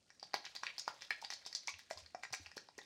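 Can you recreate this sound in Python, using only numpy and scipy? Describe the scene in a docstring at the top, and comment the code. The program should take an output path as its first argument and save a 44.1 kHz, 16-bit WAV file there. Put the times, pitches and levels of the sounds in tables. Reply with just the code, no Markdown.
"""Sharp knocks come first: a lidded plastic cup of drink, shaken by hand in a quiet room at home.
At each turn of the stroke the contents strike wall and lid, ringing the cup's modes and a band of high clicks.
Trapped air rings as short rising plops; splashes and stray bubbles tick as many small damped sines.
The room adds a short noise-like tail; behind it lie a faint hiss of shaped noise and a few dull bumps."""
import sys
import numpy as np
from scipy import signal
from scipy.fft import rfft, irfft
from scipy.io import wavfile

SR = 44100
rng = np.random.default_rng(int(sys.argv[2]) if len(sys.argv) > 2 else 0)


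def master(y):
    """Save y as 16-bit WAV."""
    cut = np.clip(np.atleast_2d(y).T, -1, 1)
    pcm = np.round(cut * 32767)  # scale
    wavfile.write(sys.argv[1], SR, pcm.astype(np.int16))


N = 125685

# contents strike the cup: [t/s, hollow thud level/dB, wall knock level/dB, click level/dB, click f/Hz]
KNOCK_EVENTS = [(0.1034,-70.5,-60.5,-61,5260), (0.197,-81,-71.5,-56,4740), (0.2285,-49,-66,-46,4900),
                (.335,-59,-53,-48.5,4270), (0.3413,-33,-38.5,-36,4620), (0.4452,-62,-56,-65,4360),
                (0.452,-77,-55,-47,4800), (0.4644,-58,-50.5,-52,4100), (0.553,-58.5,-64,-53,4830),
                (0.563,-61,-57,-43.5,4700), (.6342,-89,-47,-46,5130), (0.667,-67,-43.5,-43,4360),
                (0.781,-56.5,-60.5,-41,4580), (0.7956,-80,-61,-40,5780), (.8787,-79,-47,-43.5,5200),
                (1.021,-65,-52,-49.5,5300), (1.1062,-47,-31,-42,4600), (1.216,-91,-92,-54.5,5600),
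                (1.2476,-58.5,-54,-42.5,4320), (1.303,-52,-46,-43,5230), (1.3245,-55.5,-51.5,-55,4800),
                (1.3365,-81,-75,-44.5,4280), (1.452,-76,-64,-53,4180), (1.463,-53.5,-97,-45.5,5450),
                (1.528,-74,-56,-45.5,5130), (1.55,-60.5,-57.5,-35.5,4800), (1.558,-74,-93,-43.5,4720),
                (1.6736,-77,-58,-40,5440), (1.7921,-68,-57,-58,4800), (1.9037,-92,-52,-67,5360),
                (1.91,-49,-47,-48,4900), (1.9739,-60,-79,-50.5,4700), (2.062,-76,-63.5,-54.5,4220),
                (2.148,-47,-55,-54.5,5700), (2.2269,-85,-64,-64,4800), (2.235,-51.5,-42.5,-53,5950),
                (2.2512,-57.5,-47.5,-58,4470), (2.305,-63,-73,-64,4500), (2.328,-66,-65,-49,5300),
                (2.3318,-49.5,-58,-40.5,5340), (2.3385,-51.5,-43,-77,5440), (2.4656,-62,-58,-54.5,4800),
                (2.516,-66,-57,-58,5200), (2.569,-52,-77,-49,5030), (2.5782,-83,-55.5,-50.5,4760),
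                (2.6864,-81,-68,-60,4450), (2.7796,-63,-76,-55,5700), (2.789,-55,-84,-78,5120),
                (2.815,-62,-66,-58,3700)]
# resonances of the filled cup, low to high: [f/Hz, level/dB, t60/s]
CUP_RESONANCES = [(434, -7, 0.025), (685, 4, 0.011), (790, 3.5, 0.024), (996, -3, 0.031), (1480, 3, 0.0015),
                  (1675, -4, 0.038), (1914, 7.5, 0.015), (2283, 0, 0.018)]
# air pockets ringing in the liquid: [t/s, starting f/Hz, level/dB, ring length/cycles to -60 dB]
AIR_POCKETS = [(.6340, 1044, -29.5, 14.5), (.6342, 1550, -26.5, 9.5), (0.667, 2490, -26, 16),
               (0.7968, 6300, -30, 27), (0.8782, 888, -21.5, 9.7), (.8786, 1350, -27, 14.7),
               (1.1062, 1770, -14.5, 17), (1.2250, 870, -39, 28), (1.2400, 790, -44.5, 36),
               (1.6796, 900, -34.5, 15.8), (1.682, 2210, -30, 47), (1.6900, 1082, -41, 44),
               (1.703, 2450, -40, 31), (1.7405, 2560, -34.5, 14.7), (1.9098, 628, -32.5, 21),
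               (1.9726, 1010, -47, 37), (2.1473, 711, -28, 17.3), (2.3315, 736, -53, 70),
               (2.3391, 2160, -26.5, 12), (2.4613, 2560, -34, 15), (2.5692, 473, -26.5, 3.03),
               (2.5777, 1600, -37, 17), (2.6884, 830, -39.5, 7), (2.7812, 387, -34, 4.3),
               (2.7874, 1880, -40, 42)]
# liquid breaks against the wall: [t/s, length/s, droplet level/dB, typical droplet f/Hz, spray level/dB]
SPLASH_EVENTS = [(0.225, 0.022, -63, 4540, -93), (0.342, 0.024, -52, 3670, -53),
                 (0.449, 0.025, -55, 3130, -83), (0.551, 0.024, -52, 4650, -63.5),
                 (0.63, 0.036, -55, 3900, -80), (0.669, 0.038, -53, 2560, -85),
                 (0.784, 0.018, -52, 5200, -61), (0.883, 0.019, -58.5, 3830, -66),
                 (1.008, 0.046, -57.5, 4350, -91), (1.104, 0.03, -48, 2420, -61.5),
                 (1.216, 0.0091, -56.5, 5500, -69), (1.238, 0.014, -54.5, 4200, -83),
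                 (1.302, 0.039, -50.5, 4380, -69), (1.46, 0.019, -51, 4830, -79),
                 (1.563, 0.01, -55, 4650, -75), (1.673, 0.026, -47.5, 4980, -76),
                 (1.788, 0.023, -62.5, 4740, -65.5), (1.901, 0.035, -58, 6050, -66),
                 (1.975, 0.033, -60.5, 5060, -85), (2.231, 0.014, -55, 4800, -84),
                 (2.326, 0.026, -47.5, 5640, -60.5), (2.565, 0.015, -56.5, 4800, -62),
                 (2.779, 0.015, -57.5, 5130, -69)]
# stray droplets over time: [t/s, level/dB]
SWIRL_LEVEL = [(0, -80.5), (.3, -75.5), (.5, -68), (1.0, -66.5), (1.6, -70), (1.87, -74.5), (2.0, -66.5),
               (2.13, -77.5), (2.45, -66.5), (2.75, -80), (2.82, -68.5)]
# stray droplets, weight by pitch: [f/Hz, level/dB]
SWIRL_SPECTRUM = [(500, 4), (1200, -4.5), (2200, 0.5), (3200, -3.5), (4900, -2), (6800, -10), (10000, -65)]
# room response: [f/Hz, early reflection level/dB, tail level/dB, tail t60/s]
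ROOM_BANDS = [(150, -46, -4.5, 0.097), (396, -19.5, -10, 0.32), (920, -14.5, -11, 0.24),
              (2050, -7, -9, 0.28), (4800, -9.5, -7, 0.59), (7800, 2.5, -12, 0.098), (14100, -34, -18, 0.6)]
# dull bumps of an arm moving against the table: [t/s, f/Hz, level/dB]
ARM_BUMPS = [(.25, 173, -60), (1.737, 87.4, -55), (1.959, 86, -53), (2.021, 79, -52.5),
             (2.307, 120.5, -53.5), (2.397, 288, -50.5), (2.4, 87, -49), (2.459, 82, -56.5)]
# background hiss, relative spectrum: [f/Hz, level/dB]
HISS_SPECTRUM = [(20, -11.5), (60, 6), (120, 8), (300, 5), (700, -4), (1300, -20), (3000, -10),
                 (5000, -3.5), (9000, -9), (16000, -55)]

MODE_SCATTER_DB, MODE_DETUNE_SHARE = 2.0, 0.025  # standard deviations, per knock
THUD_TOP_HZ = 1300  # modes below form the thud, those above the wall knock
CLICK_T60_S, CLICK_HALF_WIDTH_SHARE = 0.014, 0.14  # dense high modes of thin plastic
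PLOP_RISE_SHARE, PLOP_ATTACK_CYCLES = 0.17, 0.4
DROP_T60_CYCLES, DROP_SPREAD_DB, DROP_SPREAD_OCTAVES = 15.5, 5.5, 0.3
SPRAY_LOW_EDGE_HZ, SPRAY_T60_S = 6300, 0.035
SWIRL_DROPS_PER_S, SWIRL_SPREAD_DB = 1100, 4.5
RADIATION_HZ = 231  # a small cup radiates little below this
EARLY_T60_S, FIRST_ECHO_S = 0.16, 0.0032
BUMP_T60_CYCLES, BUMP_ATTACK_CYCLES = 12.6, 1
HISS_DB = -77.5
CUTOFF_HZ = 16000


def knocks():
    """Each knock rings the cup's low and middle modes and a dense cluster of high ones."""
    out, t = np.zeros(N), np.arange(SR // 20) / SR
    hz, db, t60 = np.transpose(CUP_RESONANCES)
    low = hz < THUD_TOP_HZ
    for s, thud_db, knock_db, click_db, click_hz in KNOCK_EVENTS:
        strength, detune = rng.standard_normal((2, len(hz)))
        mode_hz = hz * (1 + MODE_DETUNE_SHARE * detune)
        phase = 2 * np.pi * mode_hz[:, None] * t
        gain = from_db(db + MODE_SCATTER_DB * strength)[:, None]
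        attack = 1 - np.exp(-phase / 2)
        modes = gain * np.sin(phase) * dying(t, t60[:, None]) * attack
        thud = from_db(thud_db) * struck(modes[low].sum(0))
        wall = from_db(knock_db) * struck(modes[~low].sum(0))
        width = 1 + CLICK_HALF_WIDTH_SHARE
        cluster = signal.butter(2, [click_hz / width, click_hz * width], "band", fs=SR, output="sos")
        burst = rng.standard_normal(len(t)) * dying(t, CLICK_T60_S)
        click = from_db(click_db) * struck(signal.sosfilt(cluster, burst))
        add(out, s, thud - wall + click)  # wall in opposite polarity
    return out


def plops():
    """Each air pocket is a damped sine that climbs a little in pitch."""
    out, t = np.zeros(N), np.arange(SR // 10) / SR
    for s, hz, db, cycles in AIR_POCKETS:
        t60 = cycles / hz
        climb = 1 + PLOP_RISE_SHARE * np.minimum(t / t60, 1)
        turns = np.cumsum(hz * climb) / SR
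        attack = 1 - np.exp(-turns / PLOP_ATTACK_CYCLES)
        add(out, s, from_db(db) * np.sin(2 * np.pi * turns) * dying(t, t60) * attack)
    return out


def splashes(count=50):
    """Each splash is a burst of ringing droplets around one pitch, opened by a puff of fine spray."""
    out, t = np.zeros(N), np.arange(SR // 12) / SR
    fine = signal.butter(2, SPRAY_LOW_EDGE_HZ, "high", fs=SR, output="sos")
    for s, length, db, pitch, spray_db in SPLASH_EVENTS:
        size, octave = rng.standard_normal((2, count, 1))
        born = length * (np.arange(count)[:, None] + rng.random((count, 1))) / count
        drop_hz = np.minimum(pitch * 2 ** (DROP_SPREAD_OCTAVES * octave), CUTOFF_HZ)
        turns = drop_hz * np.maximum(t - born, 0)
        drops = from_db(DROP_SPREAD_DB * size) * np.sin(2 * np.pi * turns) * dying(turns, DROP_T60_CYCLES)
        burst = drops.sum(0)
        burst /= np.sqrt(np.sum(burst ** 2) / (length * SR))  # energy as of rms 1 over the length
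        puff = rng.standard_normal(len(t)) * dying(t, SPRAY_T60_S)
        spray = struck(signal.sosfilt(fine, puff))
        add(out, s, from_db(db) * burst + from_db(spray_db) * spray)
    return out


def swirl(count=22):
    """Tiny bubbles of random size tick at randomly dealt pitches while the liquid runs about."""
    size_db = SWIRL_SPREAD_DB * np.minimum(rng.exponential(1, N), 3)
    sizes = from_db(size_db) * rng.choice([-1, 1], N)
    clicks = sizes * (rng.random(N) < SWIRL_DROPS_PER_S / SR)
    dealt = rng.integers(0, count, N)
    out = np.zeros(N)
    for k, hz in enumerate(np.geomspace(550, 9000, count)):
        r, w = dying(1 / SR, DROP_T60_CYCLES / hz), 2 * np.pi * hz / SR
        excitation = clicks * (dealt == k) + 1e-18
        ring = signal.lfilter([1, 0, -1], [1, -2 * r * np.cos(w), r * r], excitation)
        out += from_db(at_hz(SWIRL_SPECTRUM, hz)) * np.sqrt(hz) * rms_one(ring)
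    return level(SWIRL_LEVEL) * rms_one(out)


def room(x):
    """Reflections from table and walls plus a diffuse tail, as noise decaying band by band."""
    t = np.arange(SR * 2 // 3) / SR
    response = np.zeros(len(t))
    edges = np.geomspace(90, 17000, 13)
    for low, high in zip(edges, edges[1:]):
        hz = np.sqrt(low * high)
        band = signal.butter(2, [low, high], "band", fs=SR, output="sos")
        bandwidth_gain = np.sqrt(2 * (high - low) / SR / len(t))
        early = at_hz(ROOM_BANDS, hz, axis=1), EARLY_T60_S
        late = at_hz(ROOM_BANDS, hz, axis=2), at_hz(ROOM_BANDS, hz, axis=3)
        for db, t60 in (early, late):
            decay = rng.standard_normal(len(t)) * dying(t, t60) * (t > FIRST_ECHO_S)
            response += from_db(db) * rms_one(signal.sosfilt(band, decay)) * bandwidth_gain
    return signal.fftconvolve(x, response)[:N]


def bumps():
    """Each bump swells and dies as one low, damped resonance."""
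    out, t = np.zeros(N), np.arange(SR // 4) / SR
    for s, hz, db in ARM_BUMPS:
        turns = hz * t
        attack = 1 - np.exp(-turns / BUMP_ATTACK_CYCLES)
        add(out, s, from_db(db) * np.sin(2 * np.pi * turns) * dying(turns, BUMP_T60_CYCLES) * attack)
    return out


def hiss():
    """Steady Gaussian noise shaped by the hiss spectrum."""
    hz = np.arange(N // 2 + 1) * SR / N
    spectrum = rfft(rng.standard_normal(N)) * from_db(at_hz(HISS_SPECTRUM, hz))
    return from_db(HISS_DB) * rms_one(irfft(spectrum, N))


def from_db(db):
    """Decibels to gain."""
    return 10 ** (np.asarray(db) / 20)


def rms_one(x):
    """Scale to rms 1."""
    return x / np.sqrt(np.mean(x ** 2) + 1e-20)


def struck(x, size=220):
    """Scale a ring to rms 1 over its first five milliseconds."""
    return x / np.sqrt(np.mean(x[:size] ** 2) + 1e-20)


def dying(t, t60):
    """Exponential decay, -60 dB at t60 (both in seconds or both in cycles)."""
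    return np.exp(-np.log(1000) * t / t60)


def at_hz(points, hz, axis=1):
    """Read one column of a table on a log-frequency axis."""
    table = np.array(points)
    return np.interp(np.log(hz + 1e-6), np.log(table[:, 0]), table[:, axis])


def level(curve):
    """Gain over time from t/s, level/dB points."""
    s, db = np.transpose(curve)
    return from_db(np.interp(np.arange(N) / SR, s, db))


def add(out, s, sound):
    """Mix a sound in at time s."""
    i = int(np.clip(s * SR, 0, N - 1))
    out[i:i + len(sound)] += sound[:N - i]


def scene():
    """The shaken cup, direct and through its room, over hiss and bumps."""
    radiation = signal.butter(1, RADIATION_HZ, "high", fs=SR, output="sos")
    cup = signal.sosfilt(radiation, knocks() + plops() + splashes() + swirl())
    return (cup + room(cup) + bumps() + hiss())[None]


def record(dry):
    """Steep elliptic low-pass at the cutoff."""
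    low_pass = signal.ellip(10, 0.2, 80, CUTOFF_HZ, fs=SR, output="sos")
    return signal.sosfilt(low_pass, dry)


dry = scene()
out = record(dry)
master(out)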